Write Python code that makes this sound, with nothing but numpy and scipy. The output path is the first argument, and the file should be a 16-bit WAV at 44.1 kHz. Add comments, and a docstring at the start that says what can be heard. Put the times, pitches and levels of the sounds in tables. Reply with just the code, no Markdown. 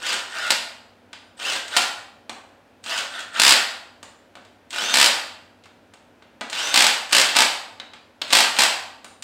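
"""Impact driver on a pump head.

A cordless driver runs bolts into a casting in a reverberant, ventilated workshop. On each pull the
trigger whistles, motor and gears spin up and the thread rubs. On most pulls the hammer then strikes
the anvil, up to about 70 times a second. Between bolts the socket clinks on the bolt heads."""
import sys
import numpy as np
from scipy import signal
from scipy.fft import rfft, irfft, next_fast_len
from scipy.io import wavfile

SR = 44100
rng = np.random.default_rng(int(sys.argv[2]) if len(sys.argv) > 2 else 0)


def dump_mix(stems):
    """Bounce the given channels to the path in sys.argv[1] as a 16-bit WAV at rate SR."""
    frames = np.atleast_2d(stems).T  # one column per channel
    limited = np.clip(frames, -1, 1)  # hard clip at full scale
    pcm = np.round(limited * 32767).astype(np.int16)
    wavfile.write(sys.argv[1], SR, pcm)


N = 407043
TIME_S = np.arange(N) / SR

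# ventilation air noise: f/Hz, level/dB
AIR_SPECTRUM = [(15, -69.5), (25, -40), (87, -16.5), (108, -10), (123, -22.5), (206, -12.5), (242, -10),
                (373, -14.5), (624, -12), (988, -18.5), (1190, -23), (1440, -18.5), (2160, -26),
                (2350, -24), (7000, -40), (16000, -48.5)]
# fan tones: f/Hz, level/dB
FAN_TONES = [(60, -76.5), (94.8, -69), (243, -66.5), (292, -71), (551, -71.5)]
# workshop decay: f/Hz, t60/s
ROOM_DECAY = [(150, 0.38), (700, 0.77), (2000, 0.59), (4000, 0.56), (8000, 0.47), (14000, 0.49)]

# steel socket and bolt: f/Hz, level/dB, t60/s
STEEL_MODES = [(1518, -4, .28), (3450, -12, .35), (3747, -8, .37), (3844, -5, .14), (4750, -15, .45),
               (5048, -14, .52), (6422, -20, .32), (7154, -14, .45), (8960, -17, .42), (9120, -21, .3)]
# tick of a knock: f/Hz, level/dB
KNOCK_SPECTRUM = [(80, -28), (230, 3), (420, -9), (750, 3), (1500, 3), (2300, 5), (3700, 6), (5500, -4),
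                  (8300, -4.5), (10500, -21.5), (16000, -30.5)]
# loose socket on bolt heads: t/s, level/dB, thud/dB, edge/dB, ringing/dB, favoured f/Hz
BOLT_KNOCKS = [ (.438, -32, -4.5, 14, -17, 1520), (1.1302, -21.5, 0, -2, -3.5, 4900),
               (2.2949, -15.5, 11.5, 6, -23, 3420), (4.029, -22.5, 8.5, 9, -12.5, 7150),
               (4.354, -26.5, 9.5, 0, -18, 1520), (4.369, -31.5, 19, 0, -18.5, 1520),
               (4.45, -36.5, -1, 1, -13.5, 8980), (5.638, -36, -13, 0, -15, 3800),
               (5.657, -32.5, 8.5, 0, -13, 3800), (5.937, -31.5, 9, 7, -15.5, 1520),
               (6.223, -34.5, 8, -5, -23, 1520), (6.41, -15, 7.5, 2, -29, 1520),
               (6.414, -14.5, 10, -16, -30, 1540), (7.799, -20.5, 3, -7, -6, 4100),
               (7.935, -25, 3, -4.5, -9, 4900), (8.216, -12, 4, 0, -12, 3800),
               (9.045, -23.5, 9, 10.5, -9.5, 9100), (9.224, -18.5, -9, 8.5, -9, 9200)]
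# tool clicks at start: t/s, level/dB
TOOL_CLICKS = [(1.681, -21), (2.8406, -24.5), (4.706, -21), (6.499, -18.5), (7.093, -25), (8.28, -27)]
# contacts inside the tool: thud/dB, edge/dB, ringing/dB, favoured f/Hz
CLICK_CONTACT = (-10, 7, -21, 9001)
TAKE_UP_CONTACT = (-2.5, -1, -29, 3803.5)
RATTLE_CONTACT = (0, 7, -27, 7147)
# socket drops home: t/s, level/dB
SEATINGS = [(2.296, -20.5), (7.799, -20), (8.219, -9.5)]
# its snap: f/Hz, width/Hz, level/dB
SEATING_MODES = [(2950, 970, -22), (3560, 720, 31), (4500, 290, -31)]

# trigger pulls: t/s, held/s, top mesh f/Hz, gears/dB, thread/dB, take-up knock/dB
PULLS = [ (-.012, .098, 5900, -22, -27.5, -22.5), (.278, .145, 5501, -29, -27, -37),
         (1.367, .112, 6000, -23.5, -36, -21), (1.68, .085, 6200, -24, -22, -23.5),
         (2.83, .103, 6200, -24.5, -28.5, -17.5), (3.09, .06, 6204, -32, -26.5, -29),
         (3.314, .183, 6256, -25, -19, -32), (4.6969, .335, 6257, -24, -33.5, -16.5),
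         (6.497, .35, 6184, -23.5, -37, -10.5), (7.083, 0.12, 6000, -21, -42, -22),
         (7.32, .08, 6010, -24.5, -39, -6), (8.273, .11, 6054, -21, -49, -10.5),
         (8.534, 0.074, 5880, -19, -30, -11)]
# resonances of the rubbing thread: f/Hz, width/Hz, level/dB
RUB_MODES = [(720, 350, -11), (1430, 250, 0), (1720, 280, -7), (3550, 600, -10)]
# gear rattle: f/Hz, level/dB
GEAR_SPECTRUM = [(100, -35), (170, -21.5), (240, -12), (390, -18), (560, -7), (800, -3), (1200, -8),
                 (1500, 1), (2130, -7), (2800, 0.5), (3700, -2.5), (5000, -6), (6500, -9.5), (8200, -9),
                 (10500, -24), (12800, -24.5), (16000, -33.5)]
# gear whine: multiple of mesh rate, level/dB
GEAR_LINES = [(.146, -16), (.222, -15), (.293, -14), (.464, -17), (.585, -4), (1, -4), (2, -22)]
# gear housing: f/Hz, gain/dB
HOUSING_RESPONSE = [(600, -6), (1400, -1), (2200, -5), (2850, 3.5), (3200, 1), (3700, -.5), (4200, -7),
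                    (4950, -1.5), (5500, -5.5), (6150, 2), (7000, -5)]

# hammering: t/s, blows, first gap/s, last gap/s, first blow/dB, last blow/dB, slack knock/dB, boom/dB
HAMMER_BURSTS = [ (.505, 2, .0135, .0135, -2, -8, -25.5, -2), (1.7708, 2, .0135, .0135, -4.5, -13, -3, 4),
                 (3.398, 9, .02, .015, -1, 0.5, -17.5, -18),
                 (4.9402, 9, .0158, .017, -2.5, -1.5, -16.5, -9),
                 (6.7418, 8, .017, .025, -2, -2, -22.5, -2), (7.129, 6, .02, .016, 0, -3.5, -8.5, -9),
                 (7.366, 4, .021, .0135, 0, -2.5, -8.5, 5), (8.331, 5, .02, .0175, 1, -4, -5, 2.5),
                 (8.5918, 4, .0135, 0.015, -1, -2.5, -4, 3.5)]
# crack of a blow: f/Hz, level/dB
BLOW_SPECTRUM = [(100, -25), (170, -14), (245, -8.5), (390, -14), (560, -8), (800, -5.5), (1150, -5),
                 (1600, -1.5), (2700, 1), (4900, 0.5), (6300, -7), (8100, -3), (10000, -13.5),
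                 (12700, -18.5), (16000, -28)]
# hammer case and pump casting: f/Hz, level/dB, t60/s
BODY_MODES = [(860, -3.5, 0.023), (1510, 8, .04), (1690, -11, .04), (2500, -7, .015), (3680, -1, 0.04),
              (4044, -4.5, 0.033), (4700, 9, .03), (8000, -1.5, .01)]

FULL_MESH_HZ = 6200
SLACK_LEAD_S = .0046


def from_db(db):
    """Decibels to gain."""
    return 10 ** (np.asarray(db) / 20)


def unit_rms(x):
    """Scale to rms 1."""
    return x / np.sqrt(np.mean(x ** 2) + 1e-20)


def at_hz(points, hz):
    """Read a table on a log-frequency axis."""
    known_hz, values = np.transpose(points)
    return np.interp(np.log(hz + 1), np.log(known_hz), values)


def coloured(x, spectrum):
    """Filter x by a spectrum; rms 1."""
    size = next_fast_len(len(x))
    hz = np.fft.rfftfreq(size, 1 / SR)
    return unit_rms(irfft(rfft(x, size) * from_db(at_hz(spectrum, hz)), size)[:len(x)])


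def drift(rate_hz):
    """Straight lines between unit Gaussian knots."""
    knots = rng.standard_normal(8192)
    return np.interp(TIME_S * rate_hz, np.arange(len(knots)), knots)


def ring(x, hz, t60_s):
    """One mode: a unit click starts a decaying unit sine."""
    r, w = from_db(-60 / (t60_s * SR)), 2 * np.pi * hz / SR
    return signal.lfilter([0, np.sin(w)], [1, -2 * r * np.cos(w), r * r], x + 1e-18)


def resonance(x, hz, width_hz):
    """Band-pass, peak gain 1."""
    r, w = np.exp(-np.pi * width_hz / SR), 2 * np.pi * hz / SR
    return signal.lfilter(np.array([1, 0, -1]) * (1 - r * r) / 2, [1, -2 * r * np.cos(w), r * r], x)


def smeared_click(envelope):
    """Flat-spectrum click spread over an envelope."""
    noise = rng.standard_normal(len(envelope)) * envelope
    phase = np.angle(rfft(noise, 2 * len(noise)))
    return irfft(np.exp(1j * phase))[:len(noise)] * np.sqrt(np.sum(envelope ** 2))


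def add(out, start_s, sound):
    """Mix in a sound; negative times start at 0."""
    start = max(round(start_s * SR), 0)
    part = sound[:max(N - start, 0)]
    out[start:start + len(part)] += part


def ventilation(air_db=-55.5):
    """Soft air noise and steady fan tones."""
    tones = sum(np.sqrt(2) * from_db(db) * np.sin(2 * np.pi * hz * TIME_S) for hz, db in FAN_TONES)
    return from_db(air_db) * coloured(rng.standard_normal(N), AIR_SPECTRUM) + tones


def room_tail(build_s=.0011, treble_db=-3.5):
    """1 s of diffuse echoes, longest in the mids; energy 1."""
    t = np.arange(SR) / SR
    white, hz = rfft(rng.standard_normal(SR)), np.fft.rfftfreq(SR, 1 / SR)
    edges_hz = np.geomspace(80, 20000, 13)
    tail = np.zeros(SR)
    for low, high in zip(edges_hz, edges_hz[1:]):
        centre_hz = np.sqrt(low * high)
        band = irfft(white * ((hz >= low) & (hz < high)), SR)
        tilt_db = at_hz([(3000, 0), (12000, treble_db)], centre_hz)
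        tail += band * from_db(tilt_db - 60 * t / at_hz(ROOM_DECAY, centre_hz))
    tail *= 1 - np.exp(-t / build_s)
    return tail / np.sqrt(np.sum(tail ** 2))


def workshop(x, bench_s=.0033, bench_db=-7):
    """Direct sound, bench bounce, and echoes that change as tool and arm move."""
    out, tails = x.copy(), [room_tail() for _ in range(13)]
    add(out, bench_s, from_db(bench_db) * x)
    hop = SR // 25
    fade = np.sin(np.pi * np.arange(2 * hop) / (2 * hop))
    for k, start in enumerate(range(0, N, hop)):
        part = x[start:start + 2 * hop]
        add(out, start / SR, signal.fftconvolve(part * fade[:len(part)], tails[k % len(tails)]))
    return out


def knocks(take_up_s=.032, rattle_delays_s=(.043, .054), rattle_db=11):
    """Rows of light contacts: bolt knocks, start clicks, gear take-up, socket rattle on braking."""
    rows = BOLT_KNOCKS + [(s, db, *CLICK_CONTACT) for s, db in TOOL_CLICKS]
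    for s, held_s, _, gear_db, _, take_up_db in PULLS:
        rows.append((s + take_up_s, take_up_db, *TAKE_UP_CONTACT))
        rows += [(s + held_s + lag_s, gear_db + rattle_db, *RATTLE_CONTACT) for lag_s in rattle_delays_s]
    return rows


def socket_clinks(tick_db=-9, tick_s=.0033, ring_db=-23, favour_db=7.5, favour_width_hz=350):
    """Each knock ticks; a hard edge rings the high modes, and the spot struck favours one pitch."""
    out, t = np.zeros(N), np.arange(SR // 2) / SR
    force = np.exp(-t / tick_s)
    for s, db, thud_db, edge_db, ringing_db, favoured_hz in knocks():
        contact = [(1000, thud_db), (2800, 0), (4500, 0), (7000, edge_db)]
        spectrum = [(hz, level_db + at_hz(contact, hz)) for hz, level_db in KNOCK_SPECTRUM]
        tick = coloured(smeared_click(force), spectrum) * np.std(force) * (t < 20 * tick_s)
        tone = 0
        for hz, mode_db, t60_s in STEEL_MODES:
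            spot_db = favour_db * np.exp(-((hz - favoured_hz) / favour_width_hz) ** 2)
            envelope = from_db(mode_db + at_hz(contact, hz) + spot_db - 60 * t / t60_s)
            tone += envelope * np.sin(2 * np.pi * hz * t)
        add(out, s, from_db(db) * (from_db(tick_db) * tick + from_db(ring_db + ringing_db) * tone))
    return out


def socket_snaps(slide_s=.0023):
    """The socket slides home with a bright, damped snap."""
    out, t = np.zeros(N), np.arange(SR // 20) / SR
    for s, db in SEATINGS:
        contact = smeared_click(np.exp(-t / slide_s))
        snap = sum(from_db(mode_db) * resonance(resonance(contact, hz, width_hz), hz, 5 * width_hz)
                   for hz, width_hz, mode_db in SEATING_MODES)
        add(out, s, from_db(db) * snap / np.max(np.abs(snap)))
    return out


def trigger_whistle(start_hz=8030, target_hz=9200, squeeze_s=.11, length_s=.09, edge_s=.0056, db=-47.5):
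    """The speed control's switching tone climbs as the trigger is squeezed."""
    out, t = np.zeros(N), np.arange(int(length_s * SR)) / SR
    hz = start_hz + (target_hz - start_hz) * np.sin(np.pi / 2 * t / squeeze_s) ** 2
    gate = np.clip(np.minimum(t, length_s - t) / edge_s, 0, 1)
    whistle = from_db(db) * gate * np.sin(2 * np.pi * np.cumsum(hz) / SR)
    for s, *_ in PULLS:
        add(out, s, whistle)
    return out


def motor(spin_up_s=.066, bite_s=.035, brake_hz_per_s=48000, sag=.35, shake_hz=4950, shake_db=1.5):
    """Mesh rate, gear gain, thread gain. Gains grow with speed; hammering slows it and stops the rub."""
    mesh_hz, gear_gain, thread_gain = np.zeros((3, N))
    t = np.arange(SR * 3 // 4) / SR
    for s, held_s, top_hz, gear_db, thread_db, _ in PULLS:
        age_s = t - min(s, 0)
        driven_hz = top_hz * (1 - np.exp(-(np.minimum(age_s, held_s) / spin_up_s) ** 1.45))  # S-curve
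        brake = 1 - np.exp(-np.maximum(age_s - held_s, 0) / bite_s)
        hz = np.maximum(driven_hz - brake_hz_per_s * np.cumsum(brake) / SR, 0)
        add(mesh_hz, s, hz)
        add(gear_gain, s, from_db(gear_db) * (hz / FULL_MESH_HZ) ** .88)
        add(thread_gain, s, from_db(thread_db) * (hz / FULL_MESH_HZ) ** 1.1)
    load = hammer_load()
    mesh_hz *= 1 - sag * load
    housing_shake = from_db(shake_db * np.exp(-((mesh_hz - shake_hz) / 450) ** 2))
    return mesh_hz, gear_gain * housing_shake, thread_gain * (1 - load)


def thread_rub(gain, grain_db=4, level_db=-1.5):
    """Small slips of the turning bolt excite a few resonances."""
    slips = rng.standard_normal(N) * from_db(-grain_db * drift(300))
    rub = sum(from_db(db) * resonance(resonance(slips, hz, width_hz), hz, 2 * width_hz)
              for hz, width_hz, db in RUB_MODES)
    return gain * from_db(level_db) * unit_rms(rub)


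def gear_rattle(mesh_hz, gain, level_db=-1, lash_db=5.5, lash_hz=700, throb=.55, teeth=14):
    """Teeth rattle unevenly, throbbing once a motor turn."""
    turn_phase = 2 * np.pi * np.cumsum(mesh_hz / teeth) / SR
    contact = unit_rms(from_db(lash_db * drift(lash_hz)) * (1 + throb * np.cos(turn_phase)))
    return gain * from_db(level_db) * contact * coloured(rng.standard_normal(N), GEAR_SPECTRUM)


def gear_whine(mesh_hz, gain, level_db=-6.5, peak_hz=2800, jitter=.003, flutter_db=3):
    """Fluttering lines glide with speed, stand out near half speed and swell at housing resonances."""
    phase = 2 * np.pi * np.cumsum(mesh_hz * (1 + jitter * drift(300))) / SR
    lines = 0
    for order, db in GEAR_LINES:
        housing_db = at_hz(HOUSING_RESPONSE, order * mesh_hz)
        lines += from_db(db + housing_db + flutter_db * drift(130)) * np.sin(order * phase)
    lift = np.minimum(mesh_hz / peak_hz, 1) * np.sqrt(FULL_MESH_HZ / np.maximum(mesh_hz, peak_hz))
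    return from_db(level_db) * gain * lines * lift


def blow_times(start_s, count, first_gap_s, last_gap_s, steady_gap_s=.0135, settle_blows=1.5):
    """Blows quicken towards a steady rate and slow as the trigger is eased."""
    slow = np.exp(-np.arange(count - 1) / settle_blows)
    gaps_s = steady_gap_s + (first_gap_s - steady_gap_s) * slow + (last_gap_s - steady_gap_s) * slow[::-1]
    return start_s + np.append(0, np.cumsum(gaps_s))


def hammer_load(ramp_s=.033):
    """Ramps to 1 while hammering, to 0 while the bolt turns freely."""
    load = np.zeros(N)
    for row in HAMMER_BURSTS:
        first_s, *_, last_s = blow_times(*row[:4])
        corners_s = [first_s, first_s + ramp_s, last_s + ramp_s, last_s + 2 * ramp_s]
        load += np.interp(TIME_S, corners_s, [0, 1, 1, 0])
    return np.minimum(load, 1)


def blows(scatter_db=1):
    """Rows t/s, level/dB: per burst, a knock takes up the slack, then blows follow a level ramp."""
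    rows = []
    for s, count, first_gap_s, last_gap_s, first_db, last_db, slack_db, _ in HAMMER_BURSTS:
        times_s = blow_times(s, count, first_gap_s, last_gap_s)
        levels_db = np.linspace(first_db, last_db, count) + scatter_db * rng.standard_normal(count)
        rows += [(s - SLACK_LEAD_S, slack_db), *zip(times_s, levels_db)]
    return rows


def hammer(crack_db=-7, crack_s=.0021, chatter_db=-15, chatter_s=.0071, case_db=-42, boom_hz=790):
    """Each blow cracks and chatters the socket; the case rings and the casting booms."""
    kicks, cracks, t = np.zeros(N), np.zeros(N), np.arange(SR // 20) / SR
    force = from_db(crack_db) * np.exp(-t / crack_s) + from_db(chatter_db) * np.exp(-t / chatter_s)
    for s, db in blows():
        add(kicks, s, from_db([db]))
        add(cracks, s, from_db(db) * smeared_click(force))
    cracks = np.std(cracks) * coloured(cracks, BLOW_SPECTRUM)
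    case = sum(from_db(db + case_db) * ring(kicks * rng.standard_normal(N), hz, t60_s)
               for hz, db, t60_s in BODY_MODES)
    starts_s, *_, boom_db = np.transpose(HAMMER_BURSTS)
    burst_index = np.maximum(np.searchsorted(starts_s - SLACK_LEAD_S, TIME_S) - 1, 0)
    boom = from_db(boom_db)[burst_index] * resonance(cracks, boom_hz, width_hz=260)
    return cracks + case + boom


def scene(drive_db=-5, low_cut_hz=150, blow_spread=.84, beam_spread=.4):
    """The tool radiates no deep bass; whine and snaps beam forward, the rest fills the room."""
    mesh_hz, gear_gain, thread_gain = motor()
    drive = gear_rattle(mesh_hz, gear_gain) + thread_rub(thread_gain) + trigger_whistle()
    small_body = signal.butter(2, low_cut_hz, "high", fs=SR, output="sos")
    diffuse = signal.sosfilt(small_body, from_db(drive_db) * drive + socket_clinks())
    hammering = signal.sosfilt(small_body, hammer())
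    beamed = gear_whine(mesh_hz, gear_gain) + socket_snaps()
    direct = (1 - blow_spread) * hammering + (1 - beam_spread) * beamed
    room = workshop(diffuse + blow_spread * hammering + beam_spread * beamed)
    return (direct + room + ventilation())[None]


def record(dry):
    """The hardest blows clip; low-pass at 15.8 kHz."""
    low_pass = signal.ellip(10, .1, 70, 15800, fs=SR, output="sos")
    return signal.sosfilt(low_pass, np.clip(dry, -.95, .95))


dry = scene()
out = record(dry)
dump_mix(out)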